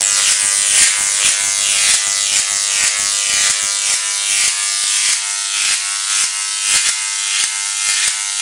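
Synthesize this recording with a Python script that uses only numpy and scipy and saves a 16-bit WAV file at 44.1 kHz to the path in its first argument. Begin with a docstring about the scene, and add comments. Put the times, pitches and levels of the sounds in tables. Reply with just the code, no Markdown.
"""A harsh, crackling buzz swells, breaks off and starts again: an electric arc climbs two upright wires.
It snaps once every half cycle of the mains; a board, a wall and the room throw each snap back.
As the arc stretches it grows louder and fuller and sputters, then breaks and restarts at the bottom.
The power supply hums underneath. The tone shifts as the small camera that hears it moves and turns."""
import sys
import numpy as np
from scipy import signal
from scipy.io import wavfile
from scipy.ndimage import uniform_filter1d, map_coordinates

SR = 44100
rng = np.random.default_rng(int(sys.argv[2]) if len(sys.argv) > 2 else 0)


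def digitize_waveform(pressure):
    """Quantize a signal to 16-bit integers and store it at the path in sys.argv[1].

    Rows of a 2-D input are taken as channels; values are limited to [-1, 1].
    """
    field = np.atleast_2d(pressure).T
    bounded = np.clip(field, -1, 1)
    quanta = np.round(bounded * 32767).astype(np.int16)
    wavfile.write(sys.argv[1], SR, quanta)


N = 370881

# One row for each climb of the arc. Levels are relative; fullness boosts a band around long_pitch_hz.
# strike_s, short_arc_db, lull_after_s, lull_change_db, long_arc_db, flare_db, fullness_db, long_pitch_hz
ARC_CLIMBS = [(-.1, -25.5, 0.27, 6, -22, -18, 6, 2540), (0.328, -22.5, 0.5, 10, -27, -15.5, 15.5, 2400),
              (0.887, -23, 0.31, 0, -19.5, -16.5, 10.5, 3250),
              (1.295, -22.5, 0.28, -2, -22.5, -17.5, 4.5, 3100),
              (1.953, -24, 0.29, 0.5, -24.5, -19, 5, 2720), (2.402, -23.5, 0.24, -0.5, -24, -19.5, 6, 1880),
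              (2.884, -23, 0.37, -1.5, -21.5, -19, 6, 3120), (3.513, -23, 0.3, -2.5, -22, -19.5, -1, 2840),
              (3.945, -24.5, 0.32, -0.5, -21.5, -20, 2, 2290),
              (4.49, -24.5, 0.47, 2.5, -23, -20.5, 4, 3180), (5.139, -27.5, 0.36, -0.5, -25, -21, 6, 2970),
              (5.75, -27, 0.31, -1.5, -23.5, -21.5, 1.5, 2800), (6.244, -28, 0.52, 11.5, -35, -20, 8, 2840),
              (6.9, -28, 0.37, 1.5, -25, -22, 9, 2984), (7.445, -28, 0.46, 5.5, -25, -21.5, 9, 2870),
              (8.084, -29, 0.29, 0.5, -21.5, -11, 4, 2820)]
# How far away the camera is: time_s, distance (0 near, 1 far)
CAMERA_DISTANCE = [(0, 0.23), (3.6, 0.011), (5.15, 1), (8.41, 1)]
LAST_BREAK_S, SNAPS_PER_S = 8.7, 100
STRIKES_S = np.append(np.transpose(ARC_CLIMBS)[0], LAST_BREAK_S)  # a climb ends where the next starts
TIME_S = np.arange(N) / SR


def gain_of(db):
    """Turns decibels into a factor to multiply by."""
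    return 10 ** (np.asarray(db) / 20)


def evened(x):
    """Scales a signal to an average (rms) level of 1."""
    return x / np.sqrt(np.mean(x ** 2) + 1e-20)


def follow(table, t=TIME_S):
    """Reads a table's columns at the times t, gliding from row to row."""
    times, *columns = np.transpose(table)
    return [np.interp(t, times, column) for column in columns]


def clicks(times_s, sizes):
    """Places a sharp click at each time, even between two samples."""
    at = np.clip(times_s * SR, 8, N - 10)[:, None]
    near = np.floor(at) + np.arange(-7, 9)
    shape = np.sinc(near - at) * np.cos(np.pi * (near - at) / 18) ** 2
    return np.bincount(near.astype(int).ravel(), (shape * sizes[:, None]).ravel(), N)


def colour(x, tone):
    """Shapes the tone by rows of pitch_hz, level_db; the filter rings only after each click."""
    pitch_hz, level_db = np.transpose(tone)
    hz = np.abs(np.fft.fftfreq(4096, 1 / SR))
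    curve_db = np.interp(np.log(hz + 1), np.log(pitch_hz), level_db)
    log_gain = np.log(gain_of(np.maximum(curve_db, -100)))
    taps = np.fft.ifft(np.exp(np.conj(signal.hilbert(log_gain)))).real[:2048]
    return signal.oaconvolve(x, taps)[:N]


def delayed(x, ms):
    """Delays a sound by a time that may keep changing."""
    return map_coordinates(x, [np.arange(N) - ms * SR / 1000], order=3)


def resonate(x, hz, width_hz):
    """Lets through a ringing band around the moving pitch hz."""
    turn = np.exp(2j * np.pi * np.cumsum(hz) / SR)
    decay = np.exp(-np.pi * width_hz / SR)
    return 2 * (turn * signal.lfilter([1 - decay], [1, -decay], x / turn)).real


def climb(t):
    """The arc's age in seconds and its height (0 to 1) at the times t."""
    row = np.searchsorted(STRIKES_S, t, "right") - 1
    age_s = t - STRIKES_S[row]
    return age_s, age_s / np.diff(STRIKES_S)[row]


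def stages(t):
    """The arc's level_db, fullness_db and pitch_hz at the times t, as each climb runs its course."""
    strike, short_db, lull_after, lull_db, long_db, flare_db, full_db, long_hz = np.transpose(ARC_CLIMBS)
    lull, end, short_hz = strike + lull_after, STRIKES_S[1:], 3200
    steps = [(strike, short_db - 7, -1, short_hz),  # weak start
             (strike + 0.11, short_db, 2, short_hz),  # steady short arc
             (lull - 0.16, short_db, 2, short_hz),
             (lull, short_db + lull_db, 2.5, short_hz),
             (lull + 0.042, long_db, full_db, long_hz),  # long arc
             (end - 0.037, flare_db, full_db, long_hz),  # last flare
             (end - 0.0055, flare_db, -7.5, long_hz)]  # thins out just before the break
    rows = np.stack([np.column_stack(np.broadcast_arrays(*step)) for step in steps], 1).reshape(-1, 4)
    rows[:, 0] = np.maximum.accumulate(rows[:, 0])  # time never runs backward
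    return follow(rows, t)


def paths(t):
    """The sound's routes to the moving camera at the times t."""
    # time_s, arrival_in_half_cycle_ms, board_lag_ms_per_s, wall_lag_ms, wall_relative_db
    routes = [(0, 8.85, .55, 2, -8), (.33, 8.85, .9, 2, -8), (1.25, 8.7, .85, 1.95, -7),
              (1.5, 8.7, .72, 1.95, -7), (2.1, 8.7, .93, 1.95, -6), (3.2, 8.6, .93, 1.85, -5),
              (4.2, 8.85, .93, 1.75, -3), (4.9, 8.95, .65, 1.75, 0), (5.3, 9, .75, 1.43, 2),
              (6.3, 8.8, .8, 1.43, 3), (8.41, 8.05, .95, 1.43, 3)]
    return follow(routes, t)


def arrivals():
    """When each snap arrives: earlier as the arc rises toward the camera."""
    beat_s = np.arange(0, N / SR - .01, 1 / SNAPS_PER_S)
    early_ms = .6 * climb(beat_s)[0]
    return beat_s + (paths(beat_s)[0] - early_ms) / 1000


def supply_hum():
    """The supply's transformer hums two low tones that waver a little."""
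    # The transformer's tones: pitch_hz, level_db
    tones = [(100, -66.5), (400, -59)]
    waver = evened(uniform_filter1d(uniform_filter1d(rng.standard_normal(N), 3000), 3000))
    hum = sum(gain_of(db) * np.sqrt(2) * np.sin(2 * np.pi * hz * TIME_S) for hz, db in tones)
    return hum * gain_of(1.8 * waver)


def low_buzz():
    """The low part of every snap repeats almost evenly and follows the arc's level only in part."""
    # The buzz's tone in three stretches: pitch_hz, relative_db
    early_tone = [(200, -72.5), (350, -51), (500, -41.5), (600, -40.5), (700, -43.5), (1000, -37.5),
                  (1150, -34.5), (1300, -33.5), (1550, -40), (1800, -35.5), (2000, -33), (2400, -33),
                  (3200, -66.5)]
    middle_tone = [(200, -67.5), (500, -41), (600, -39), (700, -39), (1000, -41), (1150, -35),
                   (1300, -33.5), (1550, -34.5), (1800, -58), (2000, -27.5), (2400, -41.5), (3200, -64)]
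    # The last is thin, with almost nothing below 700 Hz
    late_tone = [(200, -120), (600, -98), (700, -42), (800, -57), (900, -39), (1000, -43), (1100, -37),
                 (1200, -59), (1300, -46.5), (1400, -33.5), (1500, -84), (1600, -48.5), (1700, -36.5),
                 (1800, -56), (1900, -63), (2000, -47.5), (2100, -27), (2200, -36.5), (2300, -56),
                 (2400, -89), (3200, -38.5)]
    arrival = arrivals()
    late, = follow(CAMERA_DISTANCE, arrival)
    early = np.clip(1 - (arrival - 1.4) / 0.52, 0, 1)  # the camera swings to the front from 1.4 s
    waver, wander = 2 * uniform_filter1d(rng.standard_normal((len(arrival), 2)), size=4, axis=0).T
    level_db = 57 + 0.66 * (stages(arrival)[0] + 3)
    flutter_db = (1.5 + 1.1 * early) * waver
    fade_db = -2 * climb(arrival)[1]
    size = -gain_of(level_db + flutter_db + fade_db)
    times_s = arrival + .03 * wander / 1000
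    blend = [(early, early_tone), ((1 - early) * (1 - late), middle_tone),
             ((1 - early) * late, late_tone)]
    return sum(colour(clicks(times_s, size * share), tone) for share, tone in blend)


def room_tail(x, late_fade_s, early_fade_s, late_db, tails_per_s, count):
    """The room's echoes die away; one tail blends into the next as arc and camera keep moving."""
    out, age_s = np.zeros(N), TIME_S[:SR // 2]
    fade = gain_of(-60 * age_s / early_fade_s) + gain_of(late_db - 60 * age_s / late_fade_s)
    slots = np.arange(110, SR // 2 - 10, 10)  # one echo somewhere in every 10 samples
    for k in range(count):
        echoes = np.zeros(SR // 2)
        echoes[slots + rng.integers(0, 10, len(slots))] = rng.choice([-1., 1.], len(slots))
        echoes *= fade
        away = (tails_per_s * TIME_S - k + count / 2) % count - count / 2
        share = np.cos(np.pi / 2 * np.clip(away, -1, 1))
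        out += signal.oaconvolve(x * share, echoes / np.linalg.norm(echoes))[:N]
    return out


def wall_echoes(direct):
    """The wall and what stands near it throw the sound back, later as the arc climbs."""
    wall_ms, wall_db = paths(TIME_S)[2:]
    # Wall, its floor corner and clutter on the bench: extra_lag_ms, relative_db
    surfaces = [(0, 0), (.14, -32), (.65, -6.5), (2.1, -9)]
    lag_ms = wall_ms + .4 * climb(TIME_S)[0]
    return sum(gain_of(wall_db + db - 2) * delayed(direct, lag_ms + ms) for ms, db in surfaces)


def board_echoes(direct):
    """Echoes off the board and the wires' feet lag more as the arc rises, so the tone sweeps down."""
    age_s, height = climb(TIME_S)
    lag_ms = .005 + paths(TIME_S)[1] * age_s
    wood_dulling = signal.butter(1, 11000, fs=SR, output="sos")
    board = signal.sosfiltfilt(wood_dulling, delayed(direct, lag_ms))
    board *= gain_of(-5.5 * height)  # weaker as the arc leaves the board behind
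    feet = 0.43 * delayed(direct, 2 * lag_ms + 0.064)
    return board, feet


def camera_body(straight, around):
    """The microphone's opening rings and the camera's body adds an echo; both shift as it turns."""
    # The camera turning in the hand: time_s, ring_hz, ring_relative_db, echo_db, straight_db
    turns = [(0, 7460, 25, -24, -8), (.3, 7900, -16.5, -9, -0.5), (.4, 8700, 10.5, -4, -5.5),
             (.85, 8900, -2, -5, -6), (.93, 8850, -16, -5.5, -1), (1.3, 8420, -18, -5, -0.5),
             (1.42, 8100, -17, -9, -1.5), (1.6, 8100, -20, -8, 1.5), (1.72, 9200, -22, -7, -0.5),
             (1.9, 9200, 2, -27, -5), (2.0, 7250, -2, -12.5, -2), (3.8, 7320, -7, -14.5, -3),
             (4.15, 7500, -36, -14, -2.5), (4.25, 9100, -13, -16, -2), (5.2, 8300, -6, -17, -5),
             (6.5, 8250, 1, -15, -9), (8.41, 8200, -10, -14, -4.5)]
    ring_hz, ring_db, echo_db, straight_db = follow(turns)
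    front = gain_of(straight_db) * straight
    echo = gain_of(echo_db) * delayed(front + 0.44 * around, 1000 / ring_hz)
    ring = gain_of(ring_db + 6.5) * resonate(front, ring_hz, width_hz=1200)
    return front + around + echo + ring


def sputter(arrival):
    """Tiny, thin-sounding sparks fire at random, strongest right after each snap."""
    sparks_per_s, fade_ms = 5000, 3.1
    sizes = gain_of(1.86 * np.minimum(rng.exponential(1, N), 5)) * rng.choice([-1., 1.], N)
    sparks = evened(sizes * (rng.random(N) < sparks_per_s / SR))
    thin = signal.lfilter(*signal.butter(1, 1600, "highpass", fs=SR), sparks)
    latest_snap = arrival[np.maximum(np.searchsorted(arrival, TIME_S) - 1, 0)]
    since_ms = 1000 * np.abs(TIME_S - latest_snap)
    return thin * evened(0.22 + np.exp(-since_ms / fade_ms))


def snaps(arrival):
    """One snap each half cycle; the longer the arc, the more it wanders and strikes twice."""
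    stretch = climb(arrival)[1] ** 2
    wobble, strength, gap = rng.standard_normal((len(arrival), 3)).T
    first_s = arrival + wobble * (.013 + .055 * stretch) / 1000
    second_s = first_s + (4.9 + 0.258 * gap) / 1000
    breaking = STRIKES_S[np.searchsorted(STRIKES_S, arrival)] - arrival < .015
    uneven_db = (1 + 1.2 * stretch) * np.clip(strength, -3, 1)
    size = -gain_of(uneven_db + 7 * breaking)  # hardest just before a break
    return evened(clicks(first_s, size) + clicks(second_s, 0.44 * size * stretch))


def arc():
    """The arc snaps and sputters, changing in level and fullness as it stretches."""
    # The tone of one snap: pitch_hz, relative_db
    snap_tone = [(250, -87), (410, -56.5), (600, -32.5), (700, -15.5), (848, -13), (877, -11.5),
                 (1360, -3.5), (2160, -1), (3500, -2), (6950, -0.5), (10300, -1), (13400, -64),
                 (22000, -120)]
    arrival, height = arrivals(), climb(TIME_S)[1]
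    sparks = snaps(arrival) + (.17 + 0.7 * height ** 3) * sputter(arrival)
    crackle = evened(colour(sparks, snap_tone))
    level_db, fullness_db, pitch_hz = stages(TIME_S)
    crackle += (gain_of(fullness_db) - 1) * resonate(crackle, pitch_hz, width_hz=1650)
    crackle /= np.sqrt(uniform_filter1d(crackle ** 2, SR // 20))  # even out the loudness
    flare_db = 4.5 * np.exp(-((TIME_S - 7.89) / 0.0085) ** 2)  # one brief flare without a break
    return crackle * gain_of(level_db + flare_db)


def scene():
    """Mixes the arc, its echoes, the room (stronger when the camera is far), the buzz and the hum."""
    direct = arc()
    board, feet = board_echoes(direct)
    far, = follow(CAMERA_DISTANCE)
    tail = room_tail(direct + 0.5 * board, late_fade_s=0.71, early_fade_s=0.056, late_db=-3,
                     tails_per_s=1.494, count=10)
    tail *= gain_of(4.5 + 1.56 * far)
    lows = signal.sosfiltfilt(signal.butter(2, 2300, fs=SR, output="sos"), tail)
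    tail -= (1 - gain_of(-4)) * lows  # the room sounds thin in the low range
    heard = camera_body(gain_of(3) * (direct + board + feet), wall_echoes(direct) + tail)
    return (heard + low_buzz() + supply_hum())[None]


def record(dry):
    """The amplifier clips peaks; a half-rate converter mirrors a faint copy into the high treble."""
    def cut_above(x, hz, taps):
        """Removes the treble above hz."""
        return signal.oaconvolve(x, signal.firwin(taps, hz, window=("kaiser", 9), fs=SR)[None], "same")

    converted = cut_above(np.clip(dry, -0.93, 0.93), hz=10400, taps=401)
    flipped = converted * (-1.) ** np.arange(N)  # swaps low and high pitches
    mirror = cut_above(flipped, hz=12100, taps=101)
    clipped = np.clip(0.96 * (converted + gain_of(-15) * mirror), -.72, .74)
    return cut_above(clipped, hz=15850, taps=511)


dry = scene()
out = record(dry)
digitize_waveform(out)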